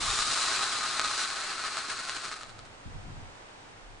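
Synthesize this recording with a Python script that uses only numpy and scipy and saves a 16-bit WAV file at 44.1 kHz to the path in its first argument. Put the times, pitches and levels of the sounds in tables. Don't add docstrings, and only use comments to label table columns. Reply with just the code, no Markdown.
import sys
import numpy as np
from scipy import signal
from scipy.fft import rfft, irfft
from scipy.io import wavfile

SR = 44100
rng = np.random.default_rng(int(sys.argv[2]) if len(sys.argv) > 2 else 0)


def unload_audio(sound):
    columns = np.transpose(np.atleast_2d(sound))
    steps = np.round(np.clip(columns, -1, 1) * 32767)
    wavfile.write(sys.argv[1], SR, steps.astype(np.int16))


N = 176400
T = np.arange(N) / SR
HZ = np.maximum(np.fft.rfftfreq(N, 1 / SR), 1)

# (frequency [Hz], relative density [dB])
JET_SPECTRUM = [(30, -10.5), (150, -16), (290, -8.5), (400, -5.5), (490, -12.5), (650, -2.5), (830, -1.5),
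                (970, -2), (1050, 4), (2000, -1.5), (2550, -0.5), (3150, -2.5), (3700, -1), (5000, -0.2),
                (7300, -2), (9500, -5), (10500, -16)]
# (time [s], relative level [dB])
JET_LEVEL = [(0, -31.5), (.17, -30.5), (.25, -32.5), (.3, -31), (.44, -29), (.57, -29.5), (.66, -30.5),
             (.77, -31), (.84, -31), (.97, -32), (1.2, -32), (1.3, -34.5), (1.57, -33.5), (1.75, -34),
             (1.86, -36), (2.13, -37), (2.3, -41.5), (2.4, -47.5), (2.5, -55.5), (2.56, -60), (2.75, -69)]
# (time [s], gain [dB])
TREBLE_GAIN = [(0, 0), (.25, 1), (.6, -2), (1.0, -3), (1.22, -1.5), (1.5, -5), (2.0, -4.5), (2.25, -3.5),
               (2.38, -2.5), (2.7, -5)]
# (frequency [Hz], level against the common part [dB])
HISS_SPREAD = [(100, -69), (500, -23.5), (900, -7.5), (1300, -35), (2200, -9), (3200, -13), (4300, -4.5),
               (5600, -6), (7000, -8.5), (8800, -3.5), (10000, -10)]
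# (frequency [Hz], left minus right [dB])
FLARE_BALANCE = [(300, 2), (850, -2), (1300, -0.5), (2300, 0), (3100, 0), (4100, 2), (6000, -0.5),
                 (10000, 0.5)]
# (nominal frequency [Hz], bandwidth [Hz], lift [dB])
TUBE_MODES = [(1262, 79, 5.5), (1458, 330, 4.5), (4060, 640, 6), (7520, 600, 2)]
# (time [s], frequency shift [%])
TUBE_SHIFT = [(0, -8), (.3, -1), (1.05, 0.5), (1.45, 3.5), (2.1, 4), (2.4, 0)]
# (left delay [s], right delay [s])
REFLECTION_DELAYS = [(.00466, .00467), (.00740, .00746), (.00753, .00761), (.00786, .00792)]
REFLECTION_GAINS = [(0.27, 0.14), (0.61, 0.038), (-0.11, -0.017), (0.21, 0.15)]
# (frequency [Hz], relative density [dB])
WIND_SPECTRUM = [(25, -1.5), (55, -26), (100, -0.5), (170, -10.5), (280, -3.5), (450, -4.5), (800, -2),
                 (1600, -6.5), (3000, -12), (6000, -18.5), (9000, -22), (10500, -43)]
# (frequency [Hz], coherence [ratio])
WIND_COHERENCE = [(60, 1), (600, 0.19), (1200, 0.24), (4000, .3), (9000, .12)]
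# (frequency [Hz], phase [rad])
WIND_LAG = [(600, 0.14), (1000, 2.5), (8500, 2.3)]
# (time [s], level [dB])
WIND_LEVEL = [(0, -45.5), (1.3, -50.5), (2.0, -49.5), (2.6, -50), (3.2, -49), (3.6, -49.5), (4, -51.5)]
# (time [s], relative level [dB])
BREEZE_LEVEL = [(0, -45), (.7, -78), (1.1, -61), (1.5, -89), (2.0, -69), (2.7, -60.5), (3.6, -66.5),
                (4, -60)]
# (time [s], half length [s], relative rumble level [dB], relative flutter level [dB])
GUST_SWELLS = [(0.09, 0.05, -42.5, -49.5), (0.135, 0.061, -50, -55), (0.3, 0.029, -62, -53),
               (2.14, 0.021, -57, -67), (2.57, 0.13, -60, -54.5), (2.878, 0.026, -50, -39.5),
               (2.958, 0.057, -43, -45), (3.075, 0.054, -41, -43), (3.183, 0.088, -41.5, -45),
               (3.884, 0.066, -51, -78), (3.946, 0.021, -56, -53)]
# (frequency [Hz], relative density [dB])
RUMBLE_SPECTRUM = [(12, 0), (33, 21), (55, 8), (110, -57)]
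# (frequency [Hz], relative density [dB])
FLUTTER_SPECTRUM = [(30, -3.5), (60, -7.5), (95, 3), (185, -9), (260, -14), (500, -52), (2000, -73)]
# (time [s], relative peak level [dB], low-pass corner [Hz])
SLAG_POPS = [(0.1118, -27, 5000), (0.1903, -17, 5000), (0.2206, -20, 5000), (0.2240, -21, 4000),
             (0.3747, -19.5, 4000), (.996, -11, 3500), (1.015, -17.5, 6000), (1.0472, -19, 2500),
             (1.077, -20, 4500), (1.303, -22, 4500), (1.639, -24, 4500), (1.771, -19.5, 5000),
             (2.052, -25, 6000), (2.088, -24, 4000), (2.0955, -18.5, 3480), (2.159, -42, 2500),
             (2.4335, -27.5, 3000), (2.592, -35, 6000), (2.653, -43, 7000)]
# (time [s], rise [dB], half length [s])
FLAME_SPUTTERS = [(0.225, 4.5, 0.0081), (1.052, 1.5, 0.012), (1.204, 3, 0.029), (1.408, 3, 0.011),
                  (1.51, 3.5, 0.02), (1.66, 2.5, 0.015), (1.787, 5, 0.0074), (1.902, 6.5, 0.0055),
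                  (1.917, 4, 0.004), (2.095, 4.5, 0.015), (2.168, 8.5, 0.0071), (2.247, 4.5, .009),
                  (2.283, 2, 0.0088), (2.321, 6.5, 0.012), (2.363, 8, 0.008), (2.415, 6, 0.0037),
                  (2.429, 7.5, 0.006), (2.496, 7.5, 0.014), (2.59, 13, .005), (2.661, 12, 0.011)]
# (time [s], half length [s], level [dB])
TUBE_WHISTLES = [(0.292, 0.026, -36), (0.592, .045, -40.5), (0.847, 0.032, -36.5), (1.057, 0.05, -40.5),
                 (2.32, .08, -50.5)]


def from_db(db):
    return 10 ** (np.asarray(db) / 20)


def rms_one(x):
    return x / np.sqrt(np.mean(x ** 2) + 1e-20)


def in_time(rows):
    return np.interp(T, *np.transpose(rows))


def per_hz(rows):
    hz, value = np.transpose(rows)
    return np.interp(np.log(HZ), np.log(hz), value)


def swell(centre_s, half_s):
    return np.exp(-((T - centre_s) / half_s) ** 2)


def drift(corner_hz):
    return rms_one(irfft(rfft(rng.standard_normal(N)) / (1 + (HZ / corner_hz) ** 2), N))


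def reshape(spectrum, band, db):
    return spectrum + rfft(irfft(spectrum * band, N) * (from_db(db) - 1))


def stereo_noise(spectrum, coherence, lag=0, pan_db=0):
    mid, side = rfft(rng.standard_normal((2, N)))
    pair = np.sqrt(1 + coherence) * mid + np.sqrt(1 - coherence) * side * [[1], [-1]]
    pair[1] *= np.exp(-1j * lag) * from_db(-pan_db)
    return rms_one(irfft(pair * from_db(per_hz(spectrum)), N))


def jet_colour():
    gain = rms_one(from_db(per_hz(JET_SPECTRUM)))
    cepstrum = irfft(np.log(gain), N)
    causal_window = np.r_[1, np.full(N // 2 - 1, 2), np.zeros(N - N // 2)]
    return np.exp(rfft(cepstrum * causal_window))


def jet_strength(decay_db_per_s=53, attack_s=.006):
    burn_db = in_time(JET_LEVEL) - 3 - decay_db_per_s * np.maximum(T - JET_LEVEL[-1][0], 0)
    flutter_db = .68 * np.interp(T, (1.5, 2), (1, 1.9)) * drift(corner_hz=28)
    roughness_db = 1.26 * drift(corner_hz=380)
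    onset = np.minimum(T / attack_s, 1) ** 2
    return from_db(burn_db + flutter_db + roughness_db + sputter_db()) * onset


def crackle(per_s, spread_db=4):
    sizes = from_db(spread_db * np.minimum(rng.exponential(1, N), 4.5))
    return rms_one(sizes * rng.choice([-1, 1], N) * (rng.random(N) < per_s / SR))


def jet_hiss(colour, treble_hz=2570, body_hz=(550, 1120)):
    strength = jet_strength()
    common, side = rng.standard_normal((2, N))
    common = rms_one(common + from_db(-7.5) * crackle(per_s=2500)) + spitting()
    difference = rfft(side * strength) * from_db(per_hz(HISS_SPREAD)) * [[1], [-1]]
    hiss = colour * (rfft(common * strength) + difference)
    treble = 1 / (1 + (treble_hz / HZ) ** 4)
    hiss = reshape(hiss, treble, in_time(TREBLE_GAIN) - .18 * sputter_db())
    body = 1 / (1 + (body_hz[0] / HZ) ** 10) / (1 + (HZ / body_hz[1]) ** 20)
    thinning_db = np.interp(T, (.79, 2.4), (0, -3.5))
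    return irfft(reshape(hiss, body, thinning_db), N)


def tube(x):
    phase_per_hz = 2 * np.pi * np.cumsum(1 + in_time(TUBE_SHIFT) / 100) / SR
    for hz, width_hz, lift_db in TUBE_MODES:
        carrier = np.exp(1j * hz * phase_per_hz)
        pole = np.exp(-np.pi * width_hz / SR)
        ringing = np.real(carrier * signal.lfilter([1 - pole], [1, -pole], x / carrier))
        x = x + 2 * (from_db(lift_db) - 1) * ringing
    return x


def echoes(low_hz=800, high_hz=5200):
    band = 1 / np.sqrt((1 + (low_hz / HZ) ** 2) * (1 + (HZ / high_hz) ** 8))
    delays = np.exp(-2j * np.pi * HZ * np.array(REFLECTION_DELAYS)[..., None])
    paths = np.array(REFLECTION_GAINS)[..., None] * delays
    return 1 + band * paths.sum(axis=0)


def flare():
    colour = jet_colour()
    source = tube(jet_hiss(colour) + slag_pops(colour)) + whistle()
    balance = from_db(per_hz(FLARE_BALANCE) * [[.5], [-.5]])
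    return irfft(rfft(source) * echoes() * balance, N)


def distant_wind():
    rush = stereo_noise(WIND_SPECTRUM, per_hz(WIND_COHERENCE), per_hz(WIND_LAG), pan_db=-.8)
    return from_db(in_time(WIND_LEVEL)) * rush


def buffeting():
    rumble_gain = flutter_gain = from_db(in_time(BREEZE_LEVEL))
    for time_s, half_s, rumble_db, flutter_db in GUST_SWELLS:
        gust = swell(time_s, half_s)
        rumble_gain = np.hypot(rumble_gain, from_db(rumble_db) * gust)
        flutter_gain = np.hypot(flutter_gain, from_db(flutter_db) * gust)
    rumble = from_db(-.5) * stereo_noise(RUMBLE_SPECTRUM, coherence=.5, pan_db=-2)
    unevenness = from_db(.5 + drift(corner_hz=39))
    flutter = unevenness * stereo_noise(FLUTTER_SPECTRUM, coherence=.5)
    return rumble_gain * rumble + flutter_gain * flutter


def slag_pops(colour, samples=400, boost_db=3):
    out = np.zeros(N)
    response = irfft(colour, N)[:samples]
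    for time_s, db, corner_hz in SLAG_POPS:
        pulse = signal.lfilter([1], [1, -np.exp(-2 * np.pi * corner_hz / SR)], response)
        start = int(time_s * SR)
        out[start:start + samples] += from_db(db + boost_db) * pulse / np.abs(pulse).max()
    return out


def sputter_db():
    return sum(rise_db * swell(time_s, half_s) for time_s, rise_db, half_s in FLAME_SPUTTERS)


def whistle(centre_hz=1254, width_hz=55):
    band = 1 / (1 + (2 * (HZ - centre_hz) / width_hz) ** 2)
    tone = rms_one(irfft(rfft(rng.standard_normal(N)) * band, N))
    tone = rms_one(tone / np.hypot(np.abs(signal.hilbert(tone)), 1))
    return tone * sum(from_db(db) * swell(time_s, half_s) for time_s, half_s, db in TUBE_WHISTLES)


def bass_dip(x, corner_hz=340, depth_db=-2):
    bass = 1 / (1 + (HZ / corner_hz) ** 4)
    return irfft(reshape(rfft(x), bass, depth_db * swell(centre_s=1.17, half_s=.05)), N)


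def spitting(corner_hz=4500, rise_s=(1.27, 2.8)):
    spits = rms_one(irfft(rfft(crackle(per_s=300)) / (1 + 1j * HZ / corner_hz), N))
    return from_db(-6) * np.interp(T, rise_s, (0, 1)) * spits


def scene():
    return bass_dip(flare() + distant_wind() + buffeting())


def record(dry, cutoff_hz=10500):
    return signal.sosfilt(signal.ellip(12, .2, 70, cutoff_hz, fs=SR, output="sos"), dry)


dry = scene()
out = record(dry)
unload_audio(out)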